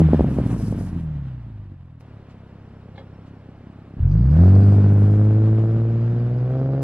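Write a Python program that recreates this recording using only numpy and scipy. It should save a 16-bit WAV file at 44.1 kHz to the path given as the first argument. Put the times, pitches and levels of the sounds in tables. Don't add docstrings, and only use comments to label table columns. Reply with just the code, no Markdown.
import sys
import numpy as np
from scipy import signal
from scipy.io import wavfile
from scipy.ndimage import uniform_filter1d

SR = 44100
rng = np.random.default_rng(int(sys.argv[2]) if len(sys.argv) > 2 else 0)


def master_out(mix):
    frames = np.transpose(np.atleast_2d(mix))
    ceiling = np.clip(frames, -1, 1)
    pcm = np.round(ceiling * 32767).astype(np.int16)
    wavfile.write(sys.argv[1], SR, pcm)


N = 301203
TIME = np.arange(N) / SR


def gain_of(db):
    return 10 ** (np.asarray(db) / 20)


def unit_rms(x):
    return x / np.sqrt(np.mean(x ** 2) + 1e-20)


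def over_time(rows):
    times, *columns = np.transpose(rows)
    return [np.interp(TIME, times, column) for column in columns]


def at_hz(points, hz):
    f, value = np.transpose(points)
    return np.interp(np.log(hz + 1), np.log(f + 1), value)


def coloured(x, points, size=8192):
    db = np.maximum(at_hz(points, abs(np.fft.fftfreq(size, 1 / SR))), -100)
    response = np.exp(np.conj(signal.hilbert(np.log(gain_of(db)))))
    taps = np.fft.ifft(response).real[:size // 2]
    return signal.oaconvolve(x, taps)[:len(x)]


def levelled(x, seconds):
    return x / np.sqrt(uniform_filter1d(x ** 2, round(seconds * SR)) + 1e-20)


def drift(seconds):
    size = round(seconds * SR)
    return unit_rms(uniform_filter1d(uniform_filter1d(rng.standard_normal(N), size), size))


def decaying(hits, seconds):
    return signal.lfilter([1], [1, -np.exp(-1 / (seconds * SR))], hits)


def placed(rows, sound):
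    hits = np.zeros(N)
    for s, db in rows:
        hits[round(s * SR)] = gain_of(db)
    return signal.oaconvolve(hits, sound)[:N]


def ring(modes, seconds):
    t = np.arange(round(seconds * SR)) / SR
    return sum(gain_of(db - 60 * t / t60) * np.sin(2 * np.pi * hz * t) for hz, db, t60 in modes)


# (multiple [x firing rate], firing rate [Hz], width [Hz])
PIPE_NULLS = [(2, 127, 5), (3, 71, 6), (3, 123, 5), (4, 68, 10), (4, 99, 9), (5, 126, 4), (6, 126, 4)]

def tailpipes(multiple, rate):
    share = np.ones(N)
    for k, null_hz, width in PIPE_NULLS:
        if k == multiple:
            share *= np.tanh((rate - null_hz) / width) * np.sign(110 - null_hz)
    return share


TONE_MULTIPLES = [.5, 1, 1.5, 2, 2.5, 3, 4, 5, 6, 7]
TONE_LAGS = [.4, -.4, 1.3, 2.3, 2.2, 2.5, 3.2, 5.1, 6.5, 7.9]
TONES_OVERRUN = [3, 0.5, -10, -1, -13, -20.5, -34, -37.5, -44, -36]
TONES_IDLE = [7, 5, -9, 5, -10, 6.4, -2, -9, -17, -0.5]
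TONES_LOADED = [-17.5, 2.24, -32.5, -4, -19, -8.5, -24, -22, -31.5, -32]
# (frequency [Hz], gain [dB])
PIPE_RESPONSE = [(25, -34), (40, -15), (55, -9), (70, -6), (85, -3.3), (110, -2.1), (160, 1.5), (190, -4.5),
                 (220, -7), (265, -8), (300, -12), (328, -3), (400, -6), (440, -2), (530, -2.5), (700, -3),
                 (1000, -21.5)]

def drone(rate, cycles, load, turbulence, drone_db, rasp_db, idle_hz=38.8, overrun_hz=82):
    coasting = np.clip(np.log(rate / idle_hz) / np.log(overrun_hz / idle_hz), 0, 1)
    flow = np.maximum(load, coasting)
    bright_db = .5 * (rasp_db - drone_db + 6.5)
    out = np.zeros(N)
    for k, lag, overrun, idle, loaded in zip(TONE_MULTIPLES, TONE_LAGS,
                                             TONES_OVERRUN, TONES_IDLE, TONES_LOADED):
        source_db = load * loaded + (1 - load) * (coasting * overrun + (1 - coasting) * idle)
        db = drone_db + source_db + at_hz(PIPE_RESPONSE, k * rate)
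        db += bright_db * np.clip(np.log2(k * rate / 213), 0, 1)
        db += 2 * turbulence * drift(.017)
        share = 1 - flow + flow * tailpipes(k, rate)
        out += np.sqrt(2) * gain_of(db) * share * np.cos(2 * np.pi * k * cycles - lag)
    return out


CYLINDER_BIAS = [0.85, 0.18, 0.76, -0.47, 0.52, 0.31]
# (time [s], even part, pattern, chance, turbulence [relative])
FIRING_CHARACTER = [(0, 0, .6, .9, .7), (1.2, 0, .5, .6, .7), (2, -.45, .2, .45, 1.1),
                    (3.9, -.45, .2, .45, 1.1), (4.3, 0, .7, .25, .3), (4.75, 0, .8, .25, .35),
                    (5.1, 0, 1.1, .18, .35), (6.4, 0, 1.0, .15, .35), (6.55, 0, 1.0, .15, .22),
                    (6.83, 0, 1.0, .15, .22)]

def firings(cycles, scatter_s=.0005):
    even, patterned, luck, turbulence = over_time(FIRING_CHARACTER)
    fired = 1 + np.flatnonzero(np.diff(np.floor(cycles)))
    cylinder = np.floor(cycles[fired]).astype(int) % len(CYLINDER_BIAS)
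    pattern = patterned[fired] * np.array(CYLINDER_BIAS)[cylinder]
    size_luck, front_luck, time_luck = luck[fired] * np.clip(rng.standard_normal((len(fired), 3)), -2, 2).T
    pulses, fronts = np.zeros((2, N))
    pulses[fired] = even[fired] + pattern + size_luck
    delay = np.round(scatter_s * SR * (time_luck + pattern / 3)).astype(int)
    fronts[np.clip(fired + delay, 0, N - 1)] = gain_of(13 * pattern + 7.5 * front_luck)
    return pulses, fronts, turbulence


# (frequency [Hz], gain [dB])
BURBLE_COLOUR = [(20, -31.5), (45, -9), (70, -5.5), (110, 2.5), (150, 4), (200, 2), (260, 0), (330, -8),
                 (420, -22), (700, -50.5), (1500, -100)]

def burble(pulses, turbulence):
    swirl = .6 * turbulence * rng.standard_normal(N)
    return levelled(coloured(levelled(pulses, .2) + swirl, BURBLE_COLOUR), .3)


# (frequency [Hz], gain [dB])
RASP_COLOUR = [(80, -41), (160, 9.5), (250, 6.5), (340, 1), (420, 1), (550, -4.5), (700, -7.5), (950, -22),
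               (1500, -27), (2300, -50.5), (5000, -100)]

def rasp(fronts, turbulence):
    swirl = turbulence * rng.standard_normal(N)
    return levelled(coloured(levelled(fronts, .2) + swirl, RASP_COLOUR), .3)


# (frequency [Hz], gain [dB])
CLATTER_COLOUR = [(250, -29.5), (500, -1.5), (900, -3.5), (1300, -7), (1750, -10), (2100, -14),
                  (2500, -15.5), (2900, -15.5), (3300, -19.5), (5200, -27.5), (6000, -33), (8500, -38),
                  (15500, -50)]
DRIVING_COLOUR = [(250, -30.5), (500, -0.5), (900, -3), (1500, -4.5), (2000, -12.5), (2600, -15.5),
                  (3800, -22), (5200, -25.5), (8500, -38), (15500, -53)]

def clatter(rate, load, fronts, turbulence, moves_s=3.625, start_m=4.06, pull_m_per_s2=3.46):
    metres = start_m + .5 * pull_m_per_s2 * np.maximum(TIME - moves_s, 0) ** 2
    db = -49.5 + 11.5 * np.log2(rate / 100) + 8.5 * load - 20 * np.log10(metres / start_m)
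    puffs = levelled(decaying(fronts, .0047), .84)
    throb = .8 + .2 * puffs / (1 + turbulence)
    rattle = throb * rng.standard_normal(N)
    hiss = (1 - load) * coloured(rattle, CLATTER_COLOUR) + load * coloured(rattle, DRIVING_COLOUR)
    return levelled(hiss, .49) * gain_of(db + 1.2 * drift(.035))


# (time [s], drone gain [dB], burble gain [dB], rasp gain [dB])
EXHAUST_GAINS = [(0.0, -13.5, -37, -33), (0.12, -21.5, -23, -55), (0.24, -23.5, -21, -34),
                 (0.45, -28.5, -20.5, -34), (0.65, -27.5, -23.5, -37), (0.8, -27, -27, -38),
                 (0.949, -30, -28.5, -47.5), (1.099, -28, -38, -48), (1.321, -34, -40.5, -67),
                 (1.6, -37, -42.5, -70), (1.92, -49, -52.5, -77), (2.05, -50.5, -60, -50.5),
                 (3.0, -50.5, -54.5, -47.5), (3.962, -54, -43.5, -49.5), (3.989, -19, -33, -41.5),
                 (4.018, -11, -56, -45), (4.202, -12.5, -25, -38.5), (4.351, -13.5, -28.5, -33),
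                 (4.401, -10, -28.5, -22), (4.52, -9, -23, -23), (4.7, -11.5, -21, -24),
                 (5.03, -13.5, -23.5, -26.5), (5.45, -15.5, -29, -27.5), (5.73, -19, -25, -28.5),
                 (6.0, -21, -27, -34), (6.431, -23.5, -26, -31), (6.56, -23.5, -25.5, -26.5),
                 (6.83, -24, -27, -26)]
# (time [s], firing rate [Hz])
FIRING_RATE = [(0.0, 162.0), (0.12, 152.5), (0.24, 139.5), (0.6, 111.8), (0.72, 105.0), (0.84, 93.5),
               (1.08, 77.2), (1.32, 62.8), (1.56, 52.1), (1.92, 40.2), (2.1, 35.4), (2.4, 33.0),
               (3.94, 33.5), (4.02, 38.4), (4.23, 61.3), (4.44, 90.1), (4.51, 95.8), (4.58, 98.5),
               (4.66, 100.6), (4.9, 100.7), (5.03, 101.9), (5.31, 107.0), (6.01, 115.5), (6.29, 120.7),
               (6.43, 124.4), (6.57, 131.1), (6.71, 134.4), (6.83, 136.8)]

def engine(throttle_s=3.972, opening_s=.03):
    drone_db, burble_db, rasp_db = over_time(EXHAUST_GAINS)
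    rate, = over_time(FIRING_RATE)
    load = np.clip((TIME - throttle_s) / opening_s, 0, 1)
    cycles = np.cumsum(rate) / SR
    cycles -= cycles[round(5.195 * SR)]
    pulses, fronts, turbulence = firings(cycles)
    return (drone(rate, cycles, load, turbulence, drone_db, rasp_db)
            + gain_of(burble_db - 2.5) * burble(pulses, turbulence)
            + gain_of(rasp_db) * rasp(fronts, turbulence)
            + clatter(rate, load, fronts, turbulence))


# (time of crest [s], peak level [dB])
FUEL_POPS = [(.0045, -8), (.0169, -7), (.0885, -14), (.1338, -1), (.146, -7), (.1955, -5), (.2083, -3.5),
             (.245, -10), (.29, -17), (.387, -7), (.402, -14), (.463, -18), (.726, -15), (.812, -23)]
# (frequency [Hz], level [dB], t60 [s])
PIPE_MODES = [(164, -18, 0.032), (86.4, -15, 0.095), (220, -15.5, 0.054)]

def pops(rise_s=.00145):
    age = np.arange(SR // 8) / SR / rise_s
    age = np.where(age < 1, age, 1 + 1.3 * (age - 1))
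    late = 1 - np.exp(-(age / 2) ** 4)
    push = np.sin(np.pi * np.minimum(age, 2) / 2) ** 4
    pull = .5 * np.exp(-((age - 2.6) / 2.1) ** 2)
    mouth = signal.butter(2, 55.6, "high", fs=SR)
    pop = signal.lfilter(*mouth, push + late * (ring(PIPE_MODES, 1 / 8) - pull))
    return placed([(s - rise_s, db) for s, db in FUEL_POPS], pop / pop.max())


# (frequency [Hz], gain [dB])
RUSTLE_GUSTS = [(0.0, 0.36, -63), (0.252, .2, -60), (0.39, 0.3, -57), (0.532, 0.26, -55.5),
                (0.723, 0.22, -56.5), (0.836, 0.27, -69.5), (4.12, 0.81, -64.5), (4.561, 0.28, -66.5),
                (4.65, .8, -66), (5.101, 0.89, -72)]
RUSTLE_SPECTRUM = [(2500, -26.5), (4000, -3), (5200, 3.5), (7000, -1), (10000, 1), (11800, -1.5),
                   (12500, -16), (14000, -19), (15500, -24.5)]

def rustle():
    hiss = gain_of(2.5 * drift(.004)) * rng.standard_normal(N)
    power = sum(placed([(s, db)], signal.windows.tukey(round(length * SR), .8)) ** 2
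                for s, length, db in RUSTLE_GUSTS)
    return np.sqrt(power) * unit_rms(coloured(hiss, RUSTLE_SPECTRUM))


# (frequency [Hz], gain [dB])
AIR_COLOUR = [(30, 16), (60, 3), (100, -26), (400, -1.5), (900, -3), (1600, -13), (2600, -19), (4500, -32),
              (6000, -45), (8500, -36), (12500, -54.5), (15500, -44)]

def air(level_db=-60.5):
    return gain_of(level_db + drift(.028)) * unit_rms(coloured(rng.standard_normal(N), AIR_COLOUR))


# (time [s], length [s], level [dB], centre [Hz], width [Hz])
SCRAPE_EVENTS = [(.485, 0.08, -43, 900, 700), (2.945, 0.075, -60, 3600, 1200),
                 (2.975, 0.075, -50, 450, 600), (2.28, .06, -63, 2200, 3000), (3.25, .06, -64, 2000, 2600)]

def scrapes():
    out = np.zeros(N)
    for s, length, db, hz, width in SCRAPE_EVENTS:
        size = round(length * SR)
        band = signal.butter(2, [hz - width / 2, hz + width / 2], "band", fs=SR)
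        rough = rng.standard_normal(SR) * gain_of(2.9 * drift(.00067)[:SR])
        scrape = unit_rms(signal.lfilter(*band, rough)[:size])
        out += placed([(s, db)], scrape * signal.windows.tukey(size, .7))
    return out


# (time [s], gain [dB])
RELAY_TICK = [(2.009, -38.5)]

def cooling_fan(rush_db=-57.5):
    tick = ring([(600, -5, .0091), (1170, -5, .011), (2500, -6.5, .0028),
                 (5000, -3, .0012), (9000, -16, .002)], .02)
    running = TIME > RELAY_TICK[0][0]
    rush = unit_rms(coloured(rng.standard_normal(N), CLATTER_COLOUR))
    return placed(RELAY_TICK, tick) + gain_of(rush_db) * rush * running


# (time [s], length [s], level [dB], frequency [Hz])
SQUEAL_EVENTS = [(2.53, .97, -84, 5360), (4.05, .13, -74, 5860)]

def squeals():
    out = np.zeros(N)
    for s, length, db, hz in SQUEAL_EVENTS:
        t = np.arange(round(length * SR)) / SR
        out += placed([(s, db)], np.sin(2 * np.pi * hz * t) * signal.windows.tukey(len(t), .3))
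    return np.sqrt(2) * out * gain_of(2 * drift(.03))


# (time [s], peak level [dB])
SHIFT_KNOCKS = [(2.957, -47), (2.979, -33), (2.987, -42), (3.001, -47), (3.013, -48)]
# (frequency [Hz], level [dB], t60 [s])
GEARBOX_MODES = [(543, 6, 0.28), (802, 13, 0.078), (1230, -19, 0.045), (1714, 9, 0.04), (2140, 6, 0.044),
                 (3330, -1.5, 0.14), (3910, 0, 0.033)]

def gear_shift(blow_s=.00033):
    body = ring(GEARBOX_MODES, .1)
    body *= 1 - np.exp(-TIME[:len(body)] / blow_s)
    return placed(SHIFT_KNOCKS, body / abs(body).max())


# (frequency [Hz], gain [dB])
GRIT_LEVEL = [(4.04, -100), (4.09, -68.5), (4.3, -65.5), (4.4, -63), (4.73, -61), (4.86, -66.5),
              (4.95, -82), (6.4, -74.5), (6.78, -70)]
GRIT_SPECTRUM = [(2500, -27), (3800, -5), (4500, 6), (5200, 3.5), (5800, -17), (7000, -24), (12000, -69)]

def grit(crunches_per_s=150, bed=.7):
    sizes = gain_of(2.5 * np.minimum(rng.exponential(1, N), 4))
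    hits = sizes * (rng.random(N) < crunches_per_s / SR)
    bursts = unit_rms(decaying(hits, .00084))
    crunch = coloured((bursts + bed) * rng.standard_normal(N), GRIT_SPECTRUM)
    db = np.interp(TIME, *np.transpose(GRIT_LEVEL), left=-200)
    return gain_of(db) * unit_rms(crunch)


# (frequency [Hz], likeness [0-1])
PORT_LIKENESS = [(25, 0.99), (80, 1), (300, 1), (1000, 0.95), (2500, 1), (5000, 0.6), (8000, 0),
                 (12000, 0.1)]

def microphone_ports(x, left_lag_s=6e-5):
    hz, _, spectra = signal.stft(x, SR, nperseg=1024, noverlap=768)
    likeness = np.clip(at_hz(PORT_LIKENESS, hz), 0, 1)[:, None]
    delays = left_lag_s * np.array([.5, -.5])[:, None, None]
    direct = np.exp(-2j * np.pi * hz[:, None] * delays)
    scattered = 2 * np.exp(2j * np.pi * rng.random((2,) + spectra.shape))
    paths = np.sqrt(likeness) * direct + np.sqrt(1 - likeness) * scattered
    return signal.istft(spectra * paths, SR, nperseg=1024, noverlap=768)[1][:, :N]


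def scene():
    return microphone_ports(engine() + pops() + rustle() + air() + scrapes()
                            + cooling_fan() + squeals() + gear_shift() + grit())


def record(dry, knee=.7, ceiling=.93, edge_hz=15700):
    room = ceiling - knee
    squashed = np.sign(dry) * (knee + room * np.tanh((abs(dry) - knee) / room))
    rounded = np.where(abs(dry) > knee, squashed, dry)
    lowpass = signal.firwin(511, edge_hz, window=("kaiser", 9), fs=SR)
    return signal.oaconvolve(rounded, lowpass[None], "same")


dry = scene()
out = record(dry)
master_out(out)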